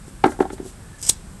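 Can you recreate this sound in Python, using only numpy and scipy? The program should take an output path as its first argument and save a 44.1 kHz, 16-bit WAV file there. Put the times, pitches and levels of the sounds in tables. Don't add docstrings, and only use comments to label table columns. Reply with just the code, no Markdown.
import sys
import numpy as np
from scipy import signal
from scipy.fft import rfft, irfft, next_fast_len
from scipy.io import wavfile

SR = 44100
rng = np.random.default_rng(int(sys.argv[2]) if len(sys.argv) > 2 else 0)


def generate_wav(signal):
    frames = np.transpose(np.atleast_2d(signal))
    scaled = np.clip(frames, -1, 1) * 32767
    pcm = np.round(scaled).astype(np.int16)
    wavfile.write(sys.argv[1], SR, pcm)


N = 61739


def amp(db):
    return 10 ** (np.asarray(db) / 20)


def unit(x):
    return x / np.sqrt(np.mean(x ** 2) + 1e-20)


def along(points, hz):
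    freqs, values = np.transpose(points)
    return np.interp(np.log(hz + 1), np.log(freqs + 1), values)


def filtered(x, response):
    size = next_fast_len(N + SR // 2)
    return irfft(rfft(x, size) * response(np.fft.rfftfreq(size, 1 / SR)), size)[:N]


def coloured(x, spectrum):
    return filtered(x, lambda hz: amp(along(spectrum, hz)))


def noise(spectrum):
    return unit(coloured(rng.standard_normal(N), spectrum))


def band(hz, width_hz):
    return unit(filtered(rng.standard_normal(N), lambda f: np.exp(-((f - hz) / width_hz) ** 2)))


def since(start):
    return np.arange(N) / SR - start


def fade(start, t60):
    t = since(start)
    return (t >= 0) * amp(-60 * np.abs(t) / t60)


def swell(peak_s, half_s):
    return np.exp(-(since(peak_s) / half_s) ** 2 / 2)


def burst(peak_s, rise_s, t60):
    t = since(peak_s)
    return fade(peak_s, t60) + (t < 0) * np.exp(-np.abs(t) / rise_s)


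# frequency in Hz, relative level in dB.
AIR_SPECTRUM = [(15, -16), (28, 1), (48, 2), (70, 0), (100, -2), (130, -4), (190, -6), (272, -15.5),
                (380, -17), (550, -21.5), (1200, -23.5), (1650, -24), (2200, -29.5), (4000, -33),
                (6700, -32.5), (8200, -24.5), (9500, -31.5), (11500, -34)]


def outdoor_air():
    whistle = amp(-56) * band(hz=1730, width_hz=67) * swell(peak_s=0.944, half_s=0.084)
    drone = amp(-50) * band(hz=189.5, width_hz=3.3) * swell(peak_s=1.35, half_s=0.069)
    return amp(-40) * noise(AIR_SPECTRUM) + whistle + drone


# frequency in Hz, time to fall 60 dB in seconds.
YARD_DECAY = [(100, 0.29), (350, 0.46), (900, 0.34), (1600, 0.34), (4000, 0.48), (10000, 0.14)]
# frequency in Hz, gain in dB.
ECHO_COLOUR = [(100, -1.5), (350, -6), (900, -3.5), (1500, 1), (3000, -9), (10000, -10.5)]


def yard_echoes(direct):
    tail_from_s, walls_from_s, walls_to_s = 0.012, 0.0094, 0.048
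    hz, t, spectra = signal.stft(rng.standard_normal(SR // 2), SR, nperseg=256)
    decay = amp(-60 * t / along(YARD_DECAY, hz)[:, None])
    _, tail = signal.istft(spectra * decay, SR, nperseg=256)
    tail = np.pad(tail / np.linalg.norm(tail), (round(tail_from_s * SR), N))[:N]
    walls = rng.standard_normal(N) * fade(walls_from_s, t60=0.13) * (since(walls_to_s) < 0)
    response = amp(-19.5) * tail + amp(-10) * walls / np.linalg.norm(walls)
    return signal.fftconvolve(direct, coloured(response, ECHO_COLOUR))[:N]


# peak time in seconds, level in dB, half length in seconds.
HAND_RUBS = [(0.087, -50.5, 0.016), (0.264, -38.5, 0.0067), (0.312, -43.5, 0.021), (0.416, -43, 0.012),
             (0.535, -42, 0.01), (0.678, -43.5, 0.027)]
# frequency in Hz, relative level in dB.
RUB_SPECTRUM = [(500, -21), (1500, -25), (3000, -2.5), (6000, 2.5), (8300, 7.5), (10000, 3), (11800, -0.5)]


def hand_rubs():
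    envelope = sum(amp(db) * swell(peak_s, half_s) for peak_s, db, half_s in HAND_RUBS)
    return envelope * noise(RUB_SPECTRUM)


# time in seconds, level in dB.
SCRAPE_STROKE = [(.985, -49), (1.026, -41.5), (1.029, -24.5), (1.044, -33), (1.084, -25), (1.092, -20),
                 (1.095, -17.5), (1.102, -18.5), (1.114, -43), (1.134, -41), (1.15, -82)]
# frequency in Hz, relative level in dB.
SCRAPE_SPECTRUM = [(300, -16), (1500, -24), (3300, -15), (4300, -17), (5000, -5.5), (7400, -4.5),
                   (8300, 2.5), (9300, -14.5), (11800, -14.5)]


def scrape():
    grains_per_s, spread_db, hiss_db = 1800, 3, -2.5
    grains = (rng.random(N) < grains_per_s / SR) * amp(spread_db * rng.standard_normal(N))
    grains *= np.sign(rng.standard_normal(N))
    friction = unit(grains) + amp(hiss_db) * rng.standard_normal(N)
    times, db = np.transpose(SCRAPE_STROKE)
    sliding = (since(times[0]) > 0) & (since(times[-1]) < 0)
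    stroke = amp(np.interp(since(0), times, db)) * sliding
    return stroke * unit(coloured(friction, SCRAPE_SPECTRUM))


# peak time in seconds, level in dB, rise and t60 in seconds.
CATCHES = [(.998, -47, .0004, 0.0098), (1.0164, -28, .0003, .008), (1.0176, -41, .0003, .008),
           (1.0275, -16, 0.00016, 0.0041), (1.094, -9.5, 0.002, 0.023), (1.095, -7, 0.002, 0.023),
           (1.1057, -26, 0.00099, 0.015), (1.1092, -22, .001, 0.0089)]
# frequency in Hz, relative level in dB.
CATCH_SPECTRUM = [(100, -12), (1500, -27), (3000, -11.5), (4200, -12), (5200, -3.5), (7000, 2), (8700, 7.5),
                  (10000, -1.5), (11800, -3)]
# frequency in Hz, relative level in dB.
FLICK_SPECTRUM = [(100, 0.5), (600, -9), (1200, -6), (1600, -11), (2200, 4), (2650, -10.5), (3000, -1),
                  (4200, 3.5), (7000, -8.5), (11800, 0)]


def skin_slips():
    catches = sum(amp(db) * burst(peak_s, rise_s, t60) for peak_s, db, rise_s, t60 in CATCHES)
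    flick = amp(-3) * burst(peak_s=1.097, rise_s=0.00052, t60=0.012)
    return catches * noise(CATCH_SPECTRUM) + flick * noise(FLICK_SPECTRUM)


# start in seconds, level in dB, hardness as a treble cutoff in Hz.
BLOWS = [(.078, -32.5, 450), (0.2387, -3.5, 1960), (.2410, 1.5, 1224), (0.257, -17, 1900),
         (0.2598, 0.5, 490), (0.2769, -18.5, 1800), (0.293, -15, 383), (0.3184, -25.5, 2020),
         (.3895, -18.5, 990), (0.403, -16.5, 2920), (0.405, -2.5, 778), (.4190, -13, 493),
         (.4250, -20.5, 1667), (.4430, -20, 550), (0.4524, -21, 1250), (.5015, -27.5, 3080),
         (0.5031, -19.5, 450), (0.5293, -13, 407), (0.58, -33, 2560), (0.599, -13.5, 385),
         (.6270, -22.5, 380), (0.6506, -21, 396), (.6590, -21, 430)]
# frequency in Hz, relative level in dB, t60 in seconds.
PLYWOOD_MODES = [(253.4, -18.5, 0.071), (306.9, -7.5, 0.052), (371.7, -4, .044), (602, -12.5, 0.043),
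                 (718, -9.5, 0.034), (777.4, -5.5, 0.039), (837, -6.5, 0.034), (1050, -15.5, 0.071),
                 (1290, -18.5, 0.01), (1371, -5, 0.026), (1600, -9, 0.035), (2030, -23, 0.016),
                 (3200, -20, .02)]
# frequency in Hz, relative level in dB.
CRACK_SPECTRUM = [(40, -6.5), (150, -4.5), (300, 0), (750, -0.5), (1400, -4), (2000, 2.5), (2600, -8),
                  (4200, -6), (7000, -35)]
# frequency in Hz, relative level in dB.
TICK_SPECTRUM = [(300, -20), (1500, -6.5), (3500, 13), (6000, -4.5), (12000, -13)]


def board_knocks():
    attack_s, scatter_db = 0.0011, 3.2
    radiate_hz = 184
    hard_hz = 1690
    t = np.arange(SR // 4) / SR
    hz, db, t60 = np.transpose(PLYWOOD_MODES)[:, :, None]
    modes = amp(db - 60 * t / t60) * np.sin(2 * np.pi * hz * t) * (1 - np.exp(-t / attack_s))
    modes = signal.lfilter(*signal.butter(2, radiate_hz, "high", fs=SR), modes)
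    crack = amp(-10.5) * noise(CRACK_SPECTRUM)
    tick = amp(-23.5) * noise(TICK_SPECTRUM)
    knocks = np.zeros(N)
    for start, level_db, cutoff_hz in BLOWS:
        ring = amp(scatter_db * rng.standard_normal(len(modes))) @ modes
        ring = np.pad(ring, (round(start * SR), N))[:N]
        hardness = min(cutoff_hz / hard_hz, 1)
        contact_lowpass = signal.butter(3, cutoff_hz, fs=SR, output="sos")
        body = signal.sosfilt(contact_lowpass, ring + hardness * crack * fade(start, t60=0.055))
        knocks += amp(level_db) * (body + hardness ** 2 * tick * fade(start, t60=0.032))
    return knocks


def scene():
    near = board_knocks() + scrape() + skin_slips() + hand_rubs()
    return (near + yard_echoes(near) + outdoor_air())[None]


def record(dry):
    treble_cutoff_hz, ceiling, band_limit_hz = 11950, 0.75, 15940
    heard = filtered(dry[0], lambda hz: 1 / (1 + (hz / treble_cutoff_hz) ** 160))
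    clipped = heard / (1 + np.abs(heard / ceiling) ** 10) ** (1 / 10)
    return filtered(clipped, lambda hz: 1 / (1 + (hz / band_limit_hz) ** 200))[None]


dry = scene()
out = record(dry)
generate_wav(out)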